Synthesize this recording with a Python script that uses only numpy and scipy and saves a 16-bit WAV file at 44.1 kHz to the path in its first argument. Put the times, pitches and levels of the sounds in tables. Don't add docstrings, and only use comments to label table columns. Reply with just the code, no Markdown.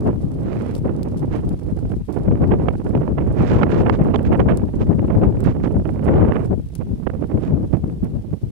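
import sys
import numpy as np
from scipy import signal
from scipy.fft import rfft, irfft
from scipy.io import wavfile
from scipy.ndimage import uniform_filter1d

SR = 44100
rng = np.random.default_rng(int(sys.argv[2]) if len(sys.argv) > 2 else 0)


def bounce(signal):
    frames = np.transpose(np.atleast_2d(signal))
    limited = np.clip(frames, -1, 1)
    pcm = np.round(limited * 32767).astype(np.int16)
    wavfile.write(sys.argv[1], SR, pcm)


N = 375291
TIME = np.arange(N) / SR

# time in seconds, relative strength in dB.
CHURN = [(0, -1.5), (.6, -4), (1.2, 0.5), (3.0, 2.5), (4.4, 4), (4.7, 0.5), (5.75, 6.5), (6.1, 0), (7.5, 0),
         (8.5, -6)]
# frequency in Hz, relative gain in dB.
GRIT = [(400, -8.5), (1400, 1.5), (3300, 3.5), (5200, 6.5), (7200, 2.5), (9600, 9), (11500, 2),
        (15500, -18.5)]


def amp(db):
    return 10 ** (np.asarray(db) / 20)


def unit(x):
    return x / np.sqrt(np.mean(x ** 2) + 1e-20)


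def curve(rows):
    return np.interp(TIME, *np.transpose(rows))


def colour(x, points):
    size = 1024
    hz, db = np.transpose(points)
    bin_hz = abs(np.fft.fftfreq(size, 1 / SR))
    gain_db = np.interp(np.log(bin_hz + 1), np.log(hz), db)
    log_gain = np.log(amp(gain_db))
    response = np.exp(np.conj(signal.hilbert(log_gain)))
    taps = np.fft.ifft(response).real[:size // 2]
    return signal.oaconvolve(x, taps / np.linalg.norm(taps))[:N]


def eddies(corner_hz, steepness, size=N):
    hz = np.fft.rfftfreq(size, 1 / SR)
    gain = 1 / (1 + (hz / corner_hz) ** 2) ** (steepness / 2)
    return unit(irfft(rfft(rng.standard_normal(size)) * gain, size))


def butter(x, hz, kind, order):
    sections = signal.butter(order, min(hz, .45 * SR), kind, fs=SR, output="sos")
    return signal.sosfilt(sections, x)


def swell(s, length, rise, fall):
    away, hump = 2 * (TIME - s) / length, np.zeros(N)
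    near = abs(away) < 4
    exponent = np.where(away[near] < 0, rise, fall)
    hump[near] = np.exp(-abs(away[near]) ** exponent)
    return hump


def air_speed(drift, port, sway_db, sway_hz, flutter_db, flutter_hz):
    gust_rows = {"left": [(.078, 6, 0.056), (.86, 6.5, .016), (1.525, 6.5, 0.045), (1.86, 4.5, 0.07),
                 (2.285, 4, .02), (2.965, 5, 0.093), (3.11, 5.5, 0.055), (3.425, 5.5, 0.055),
                 (3.52, 7, 0.019), (3.568, 5.5, 0.036), (3.634, 5, 0.03), (3.738, 5.5, .02),
                 (3.811, 5.5, .12), (4.003, 5, 0.043), (4.057, 6.5, 0.018), (4.31, 5.5, 0.034),
                 (4.41, 4, 0.075), (4.468, 6, 0.023), (4.538, 5, 0.034), (4.637, 6, 0.015),
                 (4.91, 4.5, 0.037), (5.771, 6, .054), (6.092, 8.5, 0.045), (6.164, 8.5, .11),
                 (6.238, 7.5, 0.075), (6.296, 7.5, 0.032), (6.364, 6, 0.031), (6.529, 8, 0.07),
                 (6.587, 5, 0.037), (6.906, 7.5, 0.13), (7.355, 6, 0.061), (7.52, 3, 0.067),
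                 (7.842, 6, .012), (8.155, 4.5, 0.044)], "right": [(.085, 5.5, 0.067), (.897, 3.5, 0.055),
                 (1.235, 4, 0.033), (1.353, 4, 0.039), (2.093, 4, .024), (2.169, 5, 0.018),
                 (2.282, 5.5, 0.0087), (2.43, 4, 0.032), (2.526, 5.5, 0.035), (2.687, 9.5, 0.008),
                 (2.953, 6, 0.0047), (3.018, 4.5, .012), (3.186, 6, .018), (3.616, 5, 0.0061),
                 (3.634, 8, 0.0085), (3.869, 5.5, .018), (3.898, 6, 0.0038), (4.146, 8.5, .016),
                 (4.16, 10.5, 0.0063), (4.338, 6.5, 0.045), (4.401, 8, 0.021), (4.505, 7, 0.055),
                 (4.741, 5.5, .014), (4.815, 5.5, 0.053), (5.11, 5, 0.027), (5.23, 4, 0.041),
                 (5.474, 6, .028), (5.643, 5.5, 0.0097), (5.857, 6, 0.0077), (6.362, 4.5, .016),
                 (6.813, 7, 0.029), (7.071, 9.5, 0.013), (7.101, 8, 0.009), (7.138, 4.5, 0.0081),
                 (7.748, 8.5, .04), (7.842, 5.5, 0.0098), (8.06, 4.5, 0.061), (8.337, 7, 0.016)]}
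    lull_rows = {"left": [(2.11, 5, 0.13), (2.381, 6.5, .04), (4.737, 3, .14), (5.068, 6, .022),
                 (5.132, 7, 0.047), (7.44, 7, 0.059), (7.75, 7, .14), (8.239, 7, 0.072),
                 (8.385, 6.5, 0.067)], "right": [(.186, 4, 0.045), (.81, 4, .055), (1.568, 5, 0.076),
                 (2.053, 10, 0.05), (2.339, 5, .024), (2.49, 6, .022), (2.798, 5, 0.099),
                 (3.143, 5.5, .044), (3.665, 3, 0.04), (5.332, 3.5, 0.045), (5.827, 4.5, 0.039),
                 (8.401, 4.5, .028)]}
    slap_s = 0.0782
    top_speed_db = 11

    speed_db, free = curve(drift), np.ones(N)
    for s, db, length in gust_rows[port]:
        shape = swell(s, length, rise=3.5, fall=2.2)
        speed_db = speed_db + db * shape
        free = free * (1 - shape * np.exp(-length / slap_s))
    for s, db, length in lull_rows[port]:
        speed_db = speed_db - db * swell(s, length, rise=3.45, fall=3.45)

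    puffs = np.tanh(0.249 * np.exp(0.5 * eddies(flutter_hz, 1.7)))
    flutter = flutter_db * unit(puffs - puffs.mean())
    slow = butter(eddies(sway_hz, 4.15), sway_hz / 2, "highpass", order=2)
    sway = sway_db * unit(slow)
    churning = amp(0.712 * np.minimum(curve(CHURN), 1.2))
    unrest = churning / (1 + amp(2 * (speed_db - top_speed_db)))
    return speed_db + free * unrest * (sway + flutter)


def turbulence(speed_db, corner_hz, steepness, growth, large_hz):
    field = eddies(corner_hz, steepness, size=2 ** 20)
    field = field / np.sqrt(uniform_filter1d(field ** 2, size=2000))
    travelled = np.cumsum(amp(speed_db)) % len(field)
    passing = np.interp(travelled, np.arange(len(field)), field)
    pressure = passing * amp(growth * speed_db)

    large = signal.sosfiltfilt(signal.butter(1, large_hz, fs=SR, output="sos"), pressure)
    surge_db = uniform_filter1d(speed_db, size=1000) - uniform_filter1d(speed_db, size=20000)
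    lumps_db = 4.5 * eddies(61.4, 6.1)
    large_db = curve(CHURN) + 0.38 * surge_db + lumps_db - 1.7
    return pressure + (amp(large_db) - 1) * large


def left_wind():
    # time in seconds, speed in dB over a light breeze.
    drift = [(0, 4), (.7, 3), (1.45, 3.5), (1.62, -2), (2.12, .5), (2.42, 9), (2.82, 0.97), (3.6, 4),
             (4.6, 3), (5.25, 8.5), (5.42, 2.5), (5.97, 1), (6.42, 1.5), (7.02, -5), (7.55, 5.5), (8.51, 0)]
    speed_db = air_speed(drift, port="left", sway_db=0.93, sway_hz=18.71, flutter_db=0.95, flutter_hz=57.7)
    rumble = amp(-23.5) * turbulence(speed_db, corner_hz=166.7, steepness=4.01, growth=1.397, large_hz=134)
    return butter(rumble, 60.7, "highpass", order=2)


def crackle(x, above_hz, depth_db, burst_hz):
    low = signal.sosfiltfilt(signal.butter(2, above_hz, fs=SR, output="sos"), x)
    bursts = unit(amp(depth_db * eddies(burst_hz, 1.22)))
    return low + (x - low) * bursts


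def cavity(x, hz, q, boost_db):
    return x + amp(boost_db) * signal.lfilter(*signal.iirpeak(hz, q, fs=SR), x)


def right_wind():
    # time in seconds, speed in dB over a light breeze.
    drift = [(0, 3), (.35, 1.5), (.5, 5), (1, 3.5), (1.65, 3), (2, .5), (2.2, 4.5), (2.4, 5.5), (3.3, 5.5),
             (3.5, 9), (4.6, 5), (4.68, 1), (5.23, 5), (5.98, 4), (6.1, 10), (6.38, 8), (6.63, -3.5),
             (7.43, 5), (7.7, 0.5), (8.51, -1.7)]
    # centre in seconds, relative hiss level in dB, length in seconds.
    skim_rows = [(0.601, -58, 0.32), (1.349, -55.5, 0.092), (3.5, -49.5, 0.26), (3.515, -52.5, 0.093),
                 (3.733, -49, 0.075), (3.797, -50, 0.06), (3.943, -52.5, 0.042), (4.264, -49, 0.029),
                 (4.819, -51.5, 0.04), (5.479, -51, 0.083), (5.644, -53, 0.028), (6.16, -62.5, 0.11),
                 (7.455, -59, 0.1)]
    # frequency in Hz, relative gain in dB.
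    skim_colour = [(300, -5.5), (1200, 18.5), (2400, 10.5), (4000, -1), (7500, -11), (10000, -24),
                   (15000, -30)]
    rasp_colour = [(500, -14), (2000, -14), (3200, 7), (4800, -15.5), (7200, -20), (10000, -45.5)]

    speed_db = air_speed(drift, port="right", sway_db=1.01, sway_hz=20.14, flutter_db=1.5, flutter_hz=74.34)
    rumble = amp(-23.5) * turbulence(speed_db, corner_hz=194.0, steepness=2.99, growth=0.74, large_hz=132)
    rumble = crackle(rumble, above_hz=1080, depth_db=5.0, burst_hz=170)
    rumble = cavity(rumble, hz=370, q=0.71, boost_db=-6.0)
    rumble = cavity(rumble, hz=3050, q=1.81, boost_db=1.5)
    rumble = butter(rumble, 55.0, "highpass", order=2)
    rumble = butter(rumble, 2810, "lowpass", order=4)

    tearing = amp(-27.5) / (0.5 + np.exp(0.75 * (16.0 - speed_db)))
    torn_air = rng.standard_normal(N) * tearing * amp(4.1 * eddies(150, 1.6))
    rasp = colour(torn_air, rasp_colour)

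    skimming = sum(amp(db) * swell(s, length, rise=4.3, fall=3.2) for s, db, length in skim_rows)
    hiss = rng.standard_normal(N) * skimming * amp(13.0 + 4.0 * eddies(90, 1.06))
    return rumble + rasp + colour(hiss, skim_colour)


def patter(per_s, spread_db, fade_s, count=10):
    t, out = TIME[:SR // 10], np.zeros(N)
    for _ in range(count):
        landings = rng.random(N) < per_s / count / SR
        strength_db = spread_db * np.minimum(rng.exponential(1, N), 2.5)
        steps = landings * amp(strength_db)
        burst = rng.standard_normal(len(t)) * np.sqrt(t / fade_s) * np.exp(-t / fade_s)
        burst = butter(burst, rng.uniform(5000, 18000), "lowpass", order=1)
        out += signal.oaconvolve(steps, burst)[:N]
    return unit(colour(out, GRIT))


def far_herd():
    # frequency in Hz, relative gain in dB.
    wash_colour = [(400, -8), (3000, -4), (7000, -11.5), (9600, -9.5), (12000, -15), (15500, -15.5)]
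    return colour(rng.standard_normal(N), wash_colour) * amp(0.48 * eddies(5.9, 2))


def thumps(port, corner_hz, rise_s):
    thump_rows = {"left": [(.238, -5.5), (1.721, -6.5), (1.963, -8.5), (5.76, -5.5), (6.928, -8.5),
                  (8.308, -11.5), (8.432, -8.5)], "right": [(4.393, -9), (5.455, -9), (7.73, -0.5),
                  (8.027, -5.5), (8.33, -8)]}
    out, age = np.zeros(N), TIME[:SR // 10] / rise_s
    for s, db in thump_rows[port]:
        start = round(s * SR)
        push = eddies(corner_hz, 4.2, size=len(age)) * age * np.exp(-age)
        thud = butter(push, corner_hz / 2, "highpass", order=2)
        out[start:start + len(age)] += (amp(db) * thud / abs(thud).max())[:N - start]
    return out


def snaps(crack_s, crumble_s, crumble_db, click_db):
    # start in seconds, relative level in dB.
    breaks = [(0.7523, -35.5), (1.0312, -33.5), (1.492, -39.5), (2.1266, -42), (3.8935, -45), (4.23, -45),
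              (4.4006, -45), (4.5731, -30.5), (5.4054, -36.5), (5.4401, -41), (6.7527, -30), (8.0446, -42)]
    clicks, grit = np.zeros(N), np.zeros(N)
    for s, db in breaks:
        start = round(s * SR)
        t = TIME[:min(N - start, SR // 10)]
        envelope = np.exp(-t / crack_s) + amp(crumble_db) * np.exp(-t / crumble_s)
        grit[start:start + len(t)] += amp(db) * envelope * rng.choice([-1, 1], len(t))
        clicks[start] += amp(db + click_db)
    return clicks + colour(grit, GRIT)


def scuffs(rise_s, grain_db):
    # start in seconds, relative level in dB.
    drag_rows = [(0.7523, -42.5), (1.166, -43), (2.1255, -45), (6.035, -45.5), (6.439, -48)]
    envelope = np.zeros(N)
    for s, db in drag_rows:
        age = np.maximum(TIME - s, 0) / rise_s
        envelope += amp(db) * age * np.exp(1 - age)
    spray = unit(rng.standard_normal(N) * amp(grain_db * eddies(300, 2.9)))
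    return colour(envelope * spray, GRIT)


def scene():
    cracks = amp(5.0) * snaps(crack_s=0.00025, crumble_s=0.0046, crumble_db=-13.5, click_db=7.5)
    drags = amp(-5.5) * scuffs(rise_s=0.011, grain_db=5.0)
    ticks = amp(-66) * patter(per_s=18, spread_db=3.0, fade_s=0.001)
    shuffles = amp(-63.5) * patter(per_s=42, spread_db=5.5, fade_s=0.0056)
    settling = amp(-0.9 * TIME)
    near = cracks + drags + (ticks + shuffles) * settling

    left = left_wind() + thumps("left", corner_hz=194, rise_s=0.0049) + near + amp(-61.5) * far_herd()
    right = right_wind() + thumps("right", corner_hz=266, rise_s=0.0048) + amp(-65.0) * far_herd()
    shaded = amp(-13) * np.roll(near, SR // 4000)
    return np.array([left, right + shaded])


def record(dry):
    edge_hz = 15850
    rounded = dry / (1 + dry ** 4) ** (1 / 4)
    faded = rounded * signal.windows.tukey(N, .001)
    lowpass = signal.firwin(511, edge_hz, window=("kaiser", 9), fs=SR)
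    return signal.oaconvolve(faded, lowpass[None], "same")


dry = scene()
out = record(dry)
bounce(out)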